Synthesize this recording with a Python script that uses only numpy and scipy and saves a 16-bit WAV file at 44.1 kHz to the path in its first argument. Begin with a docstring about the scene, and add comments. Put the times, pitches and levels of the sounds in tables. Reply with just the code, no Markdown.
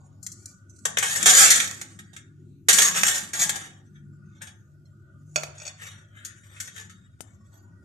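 """Close up on a phone: a mains hum, a wavering drone, rumble, faint whirring bands and hiss lie under it all.
Long flat steel skewers tap softly, then from 0.85 s are knocked, rattled and slid on a steel tray: damped sines.
Past 3.6 s they quieten, with two faint tinks; from 5.4 s a glass bowl is set down with a few clinks, then softer
knocks follow, and at 7.2 s one dry snap, mostly on the left. A small soft room, made of decaying noise, answers."""
import sys
import numpy as np
from scipy import signal
from scipy.fft import rfft, irfft, next_fast_len
from scipy.io import wavfile
from scipy.ndimage import uniform_filter1d

SR = 44100
rng = np.random.default_rng(int(sys.argv[2]) if len(sys.argv) > 2 else 0)


def write(x):
    x = np.atleast_2d(x).T
    wavfile.write(sys.argv[1], SR, np.round(np.clip(x, -1, 1) * 32767).astype(np.int16))


N = 345786

# All levels are set at the microphone, ahead of its noise suppressor and limiter.
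# The air of the place. Each row: time in seconds, drone level in dB, rumble level in dB.
AIR_LEVELS = [(0.0, -61, -59.5), (0.24, -61, -57), (0.61, -69.5, -60), (0.89, -57, -50.5),
              (1.18, -56, -53.5), (1.24, -60, -39.5), (2.01, -58, -55), (2.66, -55.5, -53.5),
              (2.68, -58, -43), (3.34, -64, -52), (3.41, -51.5, -48.5), (3.82, -59, -56),
              (4.08, -50, -55.5), (4.82, -60, -61.5), (5.43, -47.5, -60), (5.65, -58.5, -63),
              (7.6, -70, -59), (7.84, -75, -55.5)]
# Level of the whirring bands. Each row: time in seconds, level in dB.
WHIRR_LEVELS = [(0, -71), (.4, -66), (.8, -66.5), (1.85, -70.5), (2.2, -67), (2.5, -78), (3.9, -71),
                (4.3, -65.5), (4.65, -70), (5.2, -65.5), (6.2, -62.5), (7.0, -71), (7.45, -70), (7.84, -64)]
# Thin hiss. Each row: frequency in Hz, relative density in dB per Hz.
HISS_DENSITY = [(450, -4), (700, -10.5), (1000, -12.5), (1700, -13), (2500, -12), (4000, -14.5),
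                (7000, -10), (10000, -18), (13500, -17.5)]
# Noise resonances: rumble, whirr, and the lowest boom. Each row: centre in Hz, width in Hz, relative level in dB.
RUMBLE_BANDS = [(187.4, 62, 3.5), (260, 69, -5), (340.2, 92, -3), (467.5, 330, -23)]
WHIRR_BANDS = [(600, 140, -6.5), (1230, 130, -5.5), (1455.6, 130, 2.5), (1900, 80, -13)]
BOOM_BANDS = [(35, 32, -11.5), (81, 30, 2)]
# Decay of the small room. Each row: frequency in Hz, time to fall 60 dB in seconds.
ROOM_DECAY = [(300, 0.83), (2000, 0.47), (7000, 0.35), (14000, 0.2)]
# Balance of the two microphone ports. Each row: frequency in Hz, left minus right in dB.
PORT_BALANCE = [(60, 2.5), (110, 2.0), (200, 1.5), (380, 2.5), (700, -1.5), (1290, 7.5), (2380, -5.5),
                (4400, -4.5), (8120, 3.5), (15000, 4.5)]
# Faint tinks of a free skewer. Each row: start in seconds, level in dB, pitch factor, left minus right in dB.
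TINK_EVENTS = [(3.96, -68.5, 0.87, 1.5), (4.854, -54.5, 0.98, -2.5)]
# Modes of the free skewer. Each row: frequency in Hz before the pitch factor, relative level in dB,
# time to fall 60 dB in seconds before damping.
TINK_MODES = [(2100, -7, 0.1), (3366, -11, 0.057), (4270, 1.5, 0.071), (5520, 2, 0.092),
              (6650, -0.5, 0.094), (7980, -5, 0.072)]
# Bowl clinks. Each row: start in seconds, level in dB, left minus right in dB, damping time to fall 60 dB in
# seconds, brightness in dB per octave, crack level in dB relative to the ring.
CLINK_EVENTS = [(5.359, -6.5, -2, 0.073, -2.5, -8), (5.434, -17.5, 1.5, 0.053, -2.5, 1.5),
                (5.581, -35, -1, 0.2, 8, -22), (5.6, -34, -7, 0.17, 3, -21),
                (5.618, -31.5, 6, 0.14, -1, -12), (5.652, -28.5, 1, 0.12, 0, -13),
                (5.666, -29, 15, 0.051, 1.5, -24), (5.677, -24.5, -4, 0.095, 3, -14)]
# Modes of the glass bowl. 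Each row: frequency in Hz, relative level in dB, time to fall 60 dB in seconds
# before damping.
BOWL_MODES = [(614, -2, 0.25), (694, -12, 0.1), (783, -22, 0.1), (934, -13, 0.054), (1120, -17, .05),
              (1406, -1.5, 0.029), (1890, -16, .05), (2344, -1, 0.045), (2510, 0.5, 0.069),
              (3424, -5, 0.065), (4370, -6, 0.063), (4580, -1, 0.055), (4880, -13.5, 0.054),
              (5400, -1.5, 0.092), (5850, 1, 0.049), (6370, -4.5, .07), (6683, 8, 0.053), (6950, -5, 0.074),
              (7850, -15.5, .08), (7980, -6.5, 0.26), (9000, -35, .06)]
# Rebounds of the bowl. Each row: typical gap after the knock in seconds, relative level in dB.
BOWL_REBOUNDS = [(.004, -4), (.016, -13), (.03, -19)]
# Strongest modes of the steel strips. Each row: frequency in Hz, relative level in dB, time to fall 60 dB in
# seconds before damping.
STRONG_MODES = [(1540, -23, 1.1), (1620, -5.5, .6), (1866, -1.5, 1.8), (1910, -5, 3), (3420, -27, 0.33),
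                (3670, -4.5, 0.41), (4320, -14, 0.2), (5040, -30.5, 0.23), (5920, -1, 0.31),
                (5930, 0.5, 0.27), (5870, -1.5, 0.2), (6280, -10.5, 0.52), (7740, -8, 0.42),
                (6145, 2.5, 1.1), (7120, -6.5, 1.1), (6700, 5, 0.35), (7675, -9, 0.35), (7370, -16, 0.48),
                (7750, -17.5, 1.1), (6670, -14.5, 0.33), (8170, -1.5, 0.43), (9450, -17.5, 0.64),
                (9119, -21, 0.62), (8720, -9.5, 0.17), (9663, -20.5, 0.33), (10700, -21.5, 0.34),
                (11160, -27, 0.55), (11700, -24, 0.35)]
# Loudness contour of the dense strip modes. Each row: frequency in Hz, relative level in dB.
DENSE_CONTOUR = [(150, -56), (400, -28), (620, -18), (1030, -22), (1650, -3.5), (1890, -3.5), (2800, -14),
                 (3620, -5), (4010, -16.5), (5000, -13.5), (6900, -3.5), (9220, -11.5), (10400, -19),
                 (13600, -21), (14600, -33)]
# Slides and rattles. 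Each row: loudest from in seconds, rise, hold and fall in seconds, edge level in dB,
# bending level in dB relative to edge, tray level in dB relative to edge, left minus right in dB.
SLIDE_EVENTS = [(0.0, 0.009, .02, 0.63, -74.5, -19, 9, -7), (0.341, 0.23, .01, 0.25, -54, -16, -23, 0),
                (0.48, 0.12, .01, 0.15, -51.5, -14, -23.5, 1),
                (0.76, 0.14, 0.11, 0.067, -59.5, -24, -27, -11),
                (0.989, .012, .11, .3, -29, -2.5, -20.5, 0.64),
                (1.23, .12, 0.0058, 0.038, -21, -2, -12, -1),
                (1.293, 0.081, 0.094, 0.33, -11.5, -8, -24.5, -1),
                (1.386, .15, 0.055, 0.22, -13, -3.5, -17, -2), (1.531, .08, .06, .15, -23.5, -5, -21, -0.5),
                (1.9, 0.56, .01, .4, -64, -22, -12.5, .5), (2.089, .2, 0.011, 0.47, -74, 8.5, -16, -5),
                (2.773, .01, 0.085, 0.17, -23, -6, -16, -0.5),
                (2.96, .05, 0.071, .05, -28, -1.5, -15, -0.5),
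                (3.038, .01, 0.038, 0.2, -19, -4.5, -18.5, -1),
                (3.137, .1, 0.044, 0.066, -34, -2.5, -14.5, 1),
                (3.342, 0.0064, 0.052, .1, -33.5, -0.5, -10, 2),
                (3.395, 0.043, 0.02, 0.14, -20, -8, -17.5, 1.5), (3.54, 0.3, 0.02, 0.23, -39.5, 2.3, -6, 0),
                (3.953, .02, 0.014, 0.16, -75.5, 12.5, -10, 4.5),
                (4.305, 0.14, 0.084, .03, -69.5, 0, -9, -1), (4.411, .01, 0.012, 0.056, -58, 16, 3.5, 3),
                (5.404, 0.19, .01, 0.33, -51.5, -18, -11, -1), (5.56, .06, 0.041, .3, -61.5, 3, -21, -2.5),
                (5.661, .2, 0.011, 0.1, -53, 6.5, -4.5, 7), (5.818, 0.074, 0.05, 0.21, -46, 5, -11, 3.5),
                (6.167, 0.078, 0.079, 0.46, -65.5, 12, -14.5, 8.5),
                (6.371, 0.19, 0.074, .2, -61.5, -3, -15, 3.5), (6.553, 0.19, 0.046, 0.086, -61, 8, -10, 7),
                (6.634, 0.12, 0.0089, 0.14, -45, -9, -14, 0), (6.8, 0.17, 0.0086, 0.16, -47.5, 0, -13, 2.5),
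                (6.951, .1, 0.12, 0.36, -71, 3.5, -9.5, 5.5),
                (7.24, .03, 0.066, 0.19, -70.5, 1.5, -4.5, 9.5),
                (7.54, 0.37, 0.0094, .25, -63, -5.5, -2.5, -4.5), (7.5, .2, 0.22, .2, -85, 7, 15, 3.5)]
# The held bundle is never quite still: mean levels in dB of its edge, bending and tray modes.
FIDGET_LEVELS = (-77, -84, -85.5)
# Skewer knocks. Each row: start in seconds, edge level in dB, bending level in dB relative to edge,
# tray level in dB relative to edge, damping time to fall 60 dB in seconds, left minus right in dB.
KNOCK_EVENTS = [(0.2274, -33.5, -35, -33, 0.16, 9), (0.2644, -20, -17, -41, 0.045, 2.5),
                (0.317, -28.5, -26, -40, 0.073, 0), (0.4573, -25, -29, -80, 0.027, 0),
                (0.695, -45, -30, -38, 0.17, -7), (0.761, -44, -25, -27, 0.048, -1),
                (0.7884, -45, -29, -30, 0.062, 5), (0.852, -8.5, -5, -13, 0.1, 1.5),
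                (0.9707, -16, 5.5, -8.5, 0.04, 5), (0.9833, -9.5, -4.5, -17.5, 0.093, 4),
                (1.0257, -13.5, -1.5, -8.5, 0.33, 0.5), (1.1578, -15.5, -4.5, -17.5, 0.21, 5),
                (1.2273, -12, -7.5, -29, 0.031, 11.5), (1.2583, 12, -5.5, -16, 0.042, -1),
                (1.5034, 8, -8.5, -31, 0.086, -1), (1.5999, -12, 1.5, -20, 0.092, -1.5),
                (1.6737, -24, -7, -17, 0.09, -5), (1.711, -22.5, -8, -18, 0.017, -8),
                (1.8125, -23, -3, -17, 0.092, -2), (1.909, -53, -5.5, -2, 0.12, -7.5),
                (1.9892, -33.5, 2, -22, 0.14, 1.5), (2.1312, -44, -3, -13, 0.28, -10),
                (2.163, -32.5, -1, -27, 0.15, 2), (2.6852, 4.5, -6.5, -19, 0.16, -2.5),
                (2.7278, -5, -9.5, -30, 1, 2.5), (2.7842, -3, -5.5, -19.5, 0.22, -3.5),
                (2.8176, -5, -8, -26, 0.19, 0.5), (2.9481, -21.5, 0.5, -11, 0.53, -1),
                (3.0328, -5.5, -0.5, -13, 0.038, -2.5), (3.0793, -10.5, -6, -32, 0.079, -3),
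                (3.3327, -17, -7, -17, 0.4, -1.5), (3.4925, -10.5, -4.5, -17.5, 0.086, 2.5),
                (3.5569, -21.5, -8, -24, 0.11, 6), (4.4172, -30.5, -3.5, -21, 0.28, 5.5),
                (4.4692, -39, 2, -10.5, 0.26, 0), (5.8234, -47, 4, -7.5, 0.16, 9),
                (6.248, -22.5, -14, -42.5, 0.16, 2.5), (6.4333, -56, 8, -20.5, 0.13, 3.5),
                (6.5634, -45.5, 9, -14, 0.28, 1), (6.6008, -22, -6, -34, 0.17, 3),
                (6.6727, -35, 1.5, -20.5, 0.19, 4), (6.761, -41.5, 2.5, -29.5, 0.13, 18.5),
                (6.7792, -34.5, 0.5, -26, 0.089, -5), (6.8952, -39.5, -2, -33, 0.34, 4)]

HUM_HZ, HUM_DB, HUM_WAVER_DB, DRONE_HZ = 100.8, -56, 2.5, 144.5
HISS_DB, ROOM_DB = -72, -10
SNAP_S, SNAP_DB, SNAP_PAN_DB = 7.2065, -27.5, 17
TRAY_TOP_HZ, BENDING_TOP_HZ = 1200, 4000  # tray modes lie below, edge modes above
PORT_LAG_S = 0.00033
CLINK_SCATTER_DB = 2.5
CONTACTS_PER_S, TICK_WANDER_DB, TICK_TOP = 900, 2, 4  # the top caps rare strong contacts
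SLIDE_FADE_DB, FIDGET_WANDER_DB = 30, 3  # the fade is gained per rise time and lost per fall time
GATE_DB, GATE_DEPTH_DB, LIMIT_DB = -86, -8, -10
MIC_TOP_HZ, TOP_HZ = 14300, 15600
LEFT_RIGHT = np.array([[1], [-1]])


def undb(db):
    """dB to gain."""
    return 10 ** (np.asarray(db) / 20)


def unit(x):
    """Scale to rms 1."""
    return x / np.sqrt(np.mean(x ** 2) + 1e-30)


def on_log(table, hz):
    """Read a table of frequency and value on a log-frequency axis."""
    f, v = np.transpose(table)
    return np.interp(np.log(np.maximum(hz, 1)), np.log(np.maximum(f, 1)), v)


def curves(table):
    """Columns of a time table, one value a sample."""
    s, *columns = np.transpose(table)
    return [np.interp(np.arange(N) / SR, s, c) for c in columns]


def walk(rate):
    """Random levels held for 1 / rate seconds and smoothed twice, scaled to rms 1."""
    hold = int(SR / rate)
    steps = np.repeat(rng.standard_normal(N // hold + 1), hold)
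    return unit(uniform_filter1d(uniform_filter1d(steps, hold), hold)[:N])


def decay(t, t60):
    """Exponential fall of 60 dB in t60 seconds."""
    return np.exp(-np.log(1000) * t / t60)


def mode_gain(db):
    """Mode levels in dB as a column of gains."""
    return undb(db)[:, None].astype(np.float32)


def bands(modes, alike, flicker_db):
    """Noise in resonances that each flicker; partly alike left and right."""
    size = next_fast_len(N, True)
    f = np.arange(size // 2 + 1) * SR / size
    out = 0
    for hz, width, db in modes:
        shape = 1 / (1 + ((f - hz) / (width / 2)) ** 4)
        mid, side = (unit(irfft(rfft(rng.standard_normal(size)) * shape, size)[:N]) for _ in range(2))
        pair = np.sqrt((1 + alike) / 2) * mid + np.sqrt((1 - alike) / 2) * side * LEFT_RIGHT
        out = out + undb(db + flicker_db * walk(13)) * pair
    return unit(out)


def rings(hz, t60, spread):
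    """Damped sines at both ports: long waves reach the left port later, and each mode radiates its own way."""
    t = np.arange(SR // 3) / SR
    lag = np.where(hz < BENDING_TOP_HZ, 2 * np.pi * hz * PORT_LAG_S, 0)
    lag = lag + spread * rng.standard_normal(len(hz))  # radians
    pole = 2j * np.pi * hz - np.log(1000) / t60
    wave = np.exp(np.outer(pole, t).astype(np.complex64))
    side = undb(on_log(PORT_BALANCE, hz) / 2)
    port_gains = (side * np.exp(-1j * lag), 1 / side)
    return np.array([(wave * g[:, None].astype(np.complex64)).imag for g in port_gains])


def strike(ring, t60, scatter_db, rise_s):
    """A new contact point weights the modes afresh; added damping shortens the ring."""
    chance = rng.standard_normal((2, ring.shape[1]))
    t = np.arange(ring.shape[2]) / SR
    weights = (np.sign(chance[0]) * undb(scatter_db * chance[1])).astype(np.float32)
    return weights @ ring * decay(t, max(t60, .01)) * (1 - np.exp(-t / rise_s))


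def add(out, sound, s, db, pan_db):
    """Place a sound at s seconds with its peak at db before panning."""
    i = int(s * SR)
    n = min(sound.shape[1], N - i)
    out[:, i:i + n] += sound[:, :n] * undb(db + pan_db * LEFT_RIGHT / 2) / np.abs(sound).max()


def hum():
    """A mains hum: a sine wavering in pitch and level, inside a narrow band of noise."""
    phase = 2 * np.pi * np.cumsum(HUM_HZ + 0.67 * walk(13)) / SR
    level = undb(HUM_DB + HUM_WAVER_DB * walk(23) + .9 * LEFT_RIGHT)
    return np.sqrt(2) * np.sin(phase) * level + undb(-57) * bands([(105.55, 59, 0)], 0.88, 1.1)


def drone(level_db):
    """A sine that comes and goes, its pitch and level wandering, slightly out of phase between ports."""
    level = undb(level_db + .8 * LEFT_RIGHT) * undb(2.8 * walk(6.6))
    phase = 2 * np.pi * np.cumsum(DRONE_HZ + 4 * walk(6)) / SR - .15 * LEFT_RIGHT
    return level * np.sqrt(2) * np.sin(phase)


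def hiss():
    """Thin hiss: third-octave-spaced noise bands, nearly independent at the two ports."""
    centres = 500 * 2 ** np.arange(0, 4.8, 1 / 3)
    # A band's power grows with its width, hence with its centre frequency.
    modes = [(f, f / 4, on_log(HISS_DENSITY, f) + 10 * np.log10(f)) for f in centres]
    return undb(HISS_DB) * bands(modes, 0.089, 3.3)


def background():
    """The place itself: steady hum, changing drone, rumble and whirr, low boom and hiss."""
    drone_db, rumble_db = curves(AIR_LEVELS)
    whirr_db, = curves(WHIRR_LEVELS)
    rumble = undb(rumble_db + .9 * LEFT_RIGHT) * bands(RUMBLE_BANDS, 0.89, 2.6)
    boom = undb(-71) * bands(BOOM_BANDS, 0.25, 2)
    whirr = undb(whirr_db) * bands(WHIRR_BANDS, 0.16, 3)
    return hum() + drone(drone_db) + rumble + boom + whirr + hiss()


def room(dry):
    """Diffuse echoes, other ones at each port, dying faster in the treble."""
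    f, t, spec = signal.stft(rng.standard_normal((2, SR * 3 // 4)), SR, nperseg=256)
    spec = spec * decay(t, on_log(ROOM_DECAY, f)[:, None])
    tail = signal.istft(spec, SR, nperseg=256)[1]
    tail = tail * np.clip(np.arange(tail.shape[1]) / SR / 0.008, 0, 1)  # echoes build up over 8 ms
    tail = tail / np.sqrt(np.sum(tail ** 2, axis=1, keepdims=True))
    return undb(ROOM_DB) * signal.fftconvolve(dry, tail, axes=1)[:, :N]


def snap():
    """One dry snap: a sharp edge with a dull thump and a short bright sizzle."""
    out, t = np.zeros((2, N)), np.arange(SR // 20) / SR
    noise = rng.standard_normal((2, 2, len(t)))
    edge = signal.lfilter([1], [1, -.7], noise[0]) * np.exp(-t / 0.0017)
    sizzle_band = signal.butter(2, [5500, 10500], "band", fs=SR, output="sos")
    sizzle = signal.sosfilt(sizzle_band, noise[1]) * np.exp(-t / 0.01)
    thump = -np.sin(2 * np.pi * 700 * t) * np.exp(-t / 0.00073)
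    add(out, edge * undb(-5.0) + sizzle * undb(-2) + thump, SNAP_S, SNAP_DB, SNAP_PAN_DB)
    return out


def tinks():
    """A skewer in the air is brushed and rings on a few clean modes."""
    out = np.zeros((2, N))
    hz, db, t60 = np.transpose(TINK_MODES)
    for s, peak_db, pitch, pan_db in TINK_EVENTS:
        ring = rings(hz * pitch, t60, .6) * mode_gain(db)
        add(out, strike(ring, 0.35, 1.5, 0.002), s, peak_db, pan_db)
    return out


def crack(shape, tilt_db):
    """Noise burst of a glass contact, less low-passed when the clink is brighter."""
    t = np.arange(shape[1]) / SR
    pole = np.clip(.6 - 0.058 * tilt_db, 0, .95)
    noise = signal.lfilter([1], [1, -pole], rng.standard_normal(shape))
    high_pass = signal.butter(2, 400, "high", fs=SR, output="sos")
    return signal.sosfilt(high_pass, noise * np.exp(-t / 0.0046))


def bowl():
    """The glass bowl knocks on the tray rim and chatters: short modes, rebounds and a crack."""
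    out = np.zeros((2, N))
    hz, db, t60 = np.transpose(BOWL_MODES)
    ring = rings(hz, t60, 0.53)
    for s, peak_db, pan_db, damping, tilt_db, crack_db in CLINK_EVENTS:
        coloured = ring * mode_gain(db + tilt_db * np.log2(hz / 2500))
        sound = strike(coloured, damping, CLINK_SCATTER_DB, 0.0003)
        for gap_s, bounce_db in BOWL_REBOUNDS:
            lag = int(gap_s * SR * rng.uniform(.8, 1.2))
            rebound = strike(coloured, damping, CLINK_SCATTER_DB, 0.00017)
            sound[:, lag:] += undb(bounce_db) * rebound[:, :-lag]
        burst = crack(sound.shape, tilt_db)
        clink = sound / np.abs(sound).max() + undb(crack_db) * burst / np.abs(burst).max()
        add(out, clink, s, peak_db, pan_db)
    return out


def strips():
    """Dense modes of the bundle plus its strongest ones, split into edge, bending and tray groups."""
    dense_hz = 420 + 14080 * np.sort(rng.random(size=800)) ** 1.4
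    dense_db = on_log(DENSE_CONTOUR, dense_hz) + 10 * np.log10(dense_hz ** 0.24) - 10
    dense_t60 = 0.35 * undb(2.5 * rng.standard_normal(len(dense_hz)))
    hz, db, t60 = np.transpose(STRONG_MODES)
    hz, db, t60 = np.append(dense_hz, hz), np.append(dense_db, db), np.append(dense_t60, t60)
    ring = rings(hz, t60, 1.0) * mode_gain(db)
    group = np.digitize(hz, (TRAY_TOP_HZ, BENDING_TOP_HZ))
    return [ring[:, group == g] for g in (2, 1, 0)]


def touch_scatter_db(db):
    """Spread of mode strengths in dB: a light touch wakes only a few modes."""
    return 6.0 + 0.1 * np.clip(-28.5 - db, 0, 30)


def slides():
    """Gain of the rattle for each mode group at each port: every slide rises, holds and falls."""
    t = np.arange(N) / SR
    # Doubling the dB turns amplitude into power.
    power = np.array([[undb(2 * (db + FIDGET_WANDER_DB * walk(9.7)))] * 2 for db in FIDGET_LEVELS])
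    for s, rise, hold, fall, db, bend_db, tray_db, pan_db in SLIDE_EVENTS:
        i = slice(max(int((s - 2 * rise) * SR), 0), int((s + hold + 2 * fall) * SR))
        fade = np.maximum(np.maximum((s - t[i]) / rise, (t[i] - s - hold) / fall), 0)
        top_db = db + np.array([0, bend_db, tray_db])[:, None] + np.array([pan_db, -pan_db]) / 2
        power[:, :, i] += undb(2 * top_db)[:, :, None] * undb(-2 * SLIDE_FADE_DB * fade)
    return np.sqrt(power)


def contacts():
    """Tiny uneven contacts at random instants, their strength wandering slowly."""
    strength = np.minimum(rng.exponential(size=N), TICK_TOP)
    size = undb(3.0 * strength + TICK_WANDER_DB * walk(40))
    return unit((rng.random(N) < CONTACTS_PER_S / SR) * size)


def rattle(groups):
    """Contacts ring the strips; the contact points wander, so other modes speak every moment."""
    out, hop = np.zeros((2, N + SR)), SR // 12
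    gains, ticks = slides(), contacts()
    for a in range(-hop, N, hop):  # overlapping stretches, each with fresh mode weights
        i = np.arange(max(a, 0), min(a + 2 * hop, N))
        fade = np.sin(np.pi * (i - a) / (2 * hop))
        for ring, gain in zip(groups, gains):
            scatter_db = touch_scatter_db(20 * np.log10(gain[:, i].max()))
            body = strike(ring[:, :, :SR // 8], 0.089, scatter_db, 0.00014)
            body = body / np.sqrt(np.sum(body ** 2) / 2)
            sound = signal.fftconvolve(ticks[i] * fade * gain[:, i], body, axes=1)
            out[:, i[0]:i[0] + sound.shape[1]] += sound
    return out[:, :N]


def knocks(groups):
    """Single knocks of steel on steel, rung on all three mode groups; the gripping hand damps them."""
    out = np.zeros((2, N))
    for s, db, bend_db, tray_db, t60, pan_db in KNOCK_EVENTS:
        for ring, rel_db in zip(groups, (0, bend_db, tray_db)):
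            add(out, strike(ring, t60, touch_scatter_db(db), 0.0014), s, db + rel_db, pan_db)
    return out


def scene():
    """Steel and glass reach the phone directly and through the room, over the background."""
    groups = strips()
    steel = knocks(groups) + rattle(groups) + tinks()
    glass, dry_snap = bowl(), snap()
    echoes = room(steel + undb(-1.5) * glass + undb(-5.5) * dry_snap)
    return steel + glass + dry_snap + echoes + background()


def suppress(sound):
    """Noise suppressor: turns down every faint time-frequency bin above 450 Hz."""
    f, _, spec = signal.stft(sound, SR, nperseg=1024, noverlap=768)
    power = np.mean(np.abs(spec) ** 2, axis=0)
    power = uniform_filter1d(uniform_filter1d(power, size=3, axis=0), size=3, axis=1)
    bar = undb(2 * GATE_DB) * (f[:, None] > 450)
    keep = power ** 3 / (power ** 3 + bar ** 3 + 1e-60)
    spec = spec * (keep + (1 - keep) * undb(GATE_DEPTH_DB))
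    return signal.istft(spec, SR, nperseg=1024, noverlap=768)[1][:, :N]


def limit(sound):
    """Limiter: holds the short-term rms of the clatter, both ports together, under a ceiling."""
    loud = np.sqrt(uniform_filter1d(np.mean(sound ** 2, axis=0), int(0.0014 * SR)) + 1e-12)
    return sound * np.minimum(1, undb(LIMIT_DB) / loud)


def record(dry):
    """The phone suppresses and limits, its microphone fades near the top, peaks clip, a steep filter ends the band."""
    heard = limit(suppress(dry))
    mic_top = signal.butter(10, MIC_TOP_HZ, fs=SR, output="sos")
    heard = np.clip(signal.sosfilt(mic_top, heard), -1, 1)
    band_end = signal.ellip(8, .2, 70, TOP_HZ, fs=SR, output="sos")
    return np.clip(signal.sosfilt(band_end, heard), -1, 1)


dry = scene()
out = record(dry)
write(out)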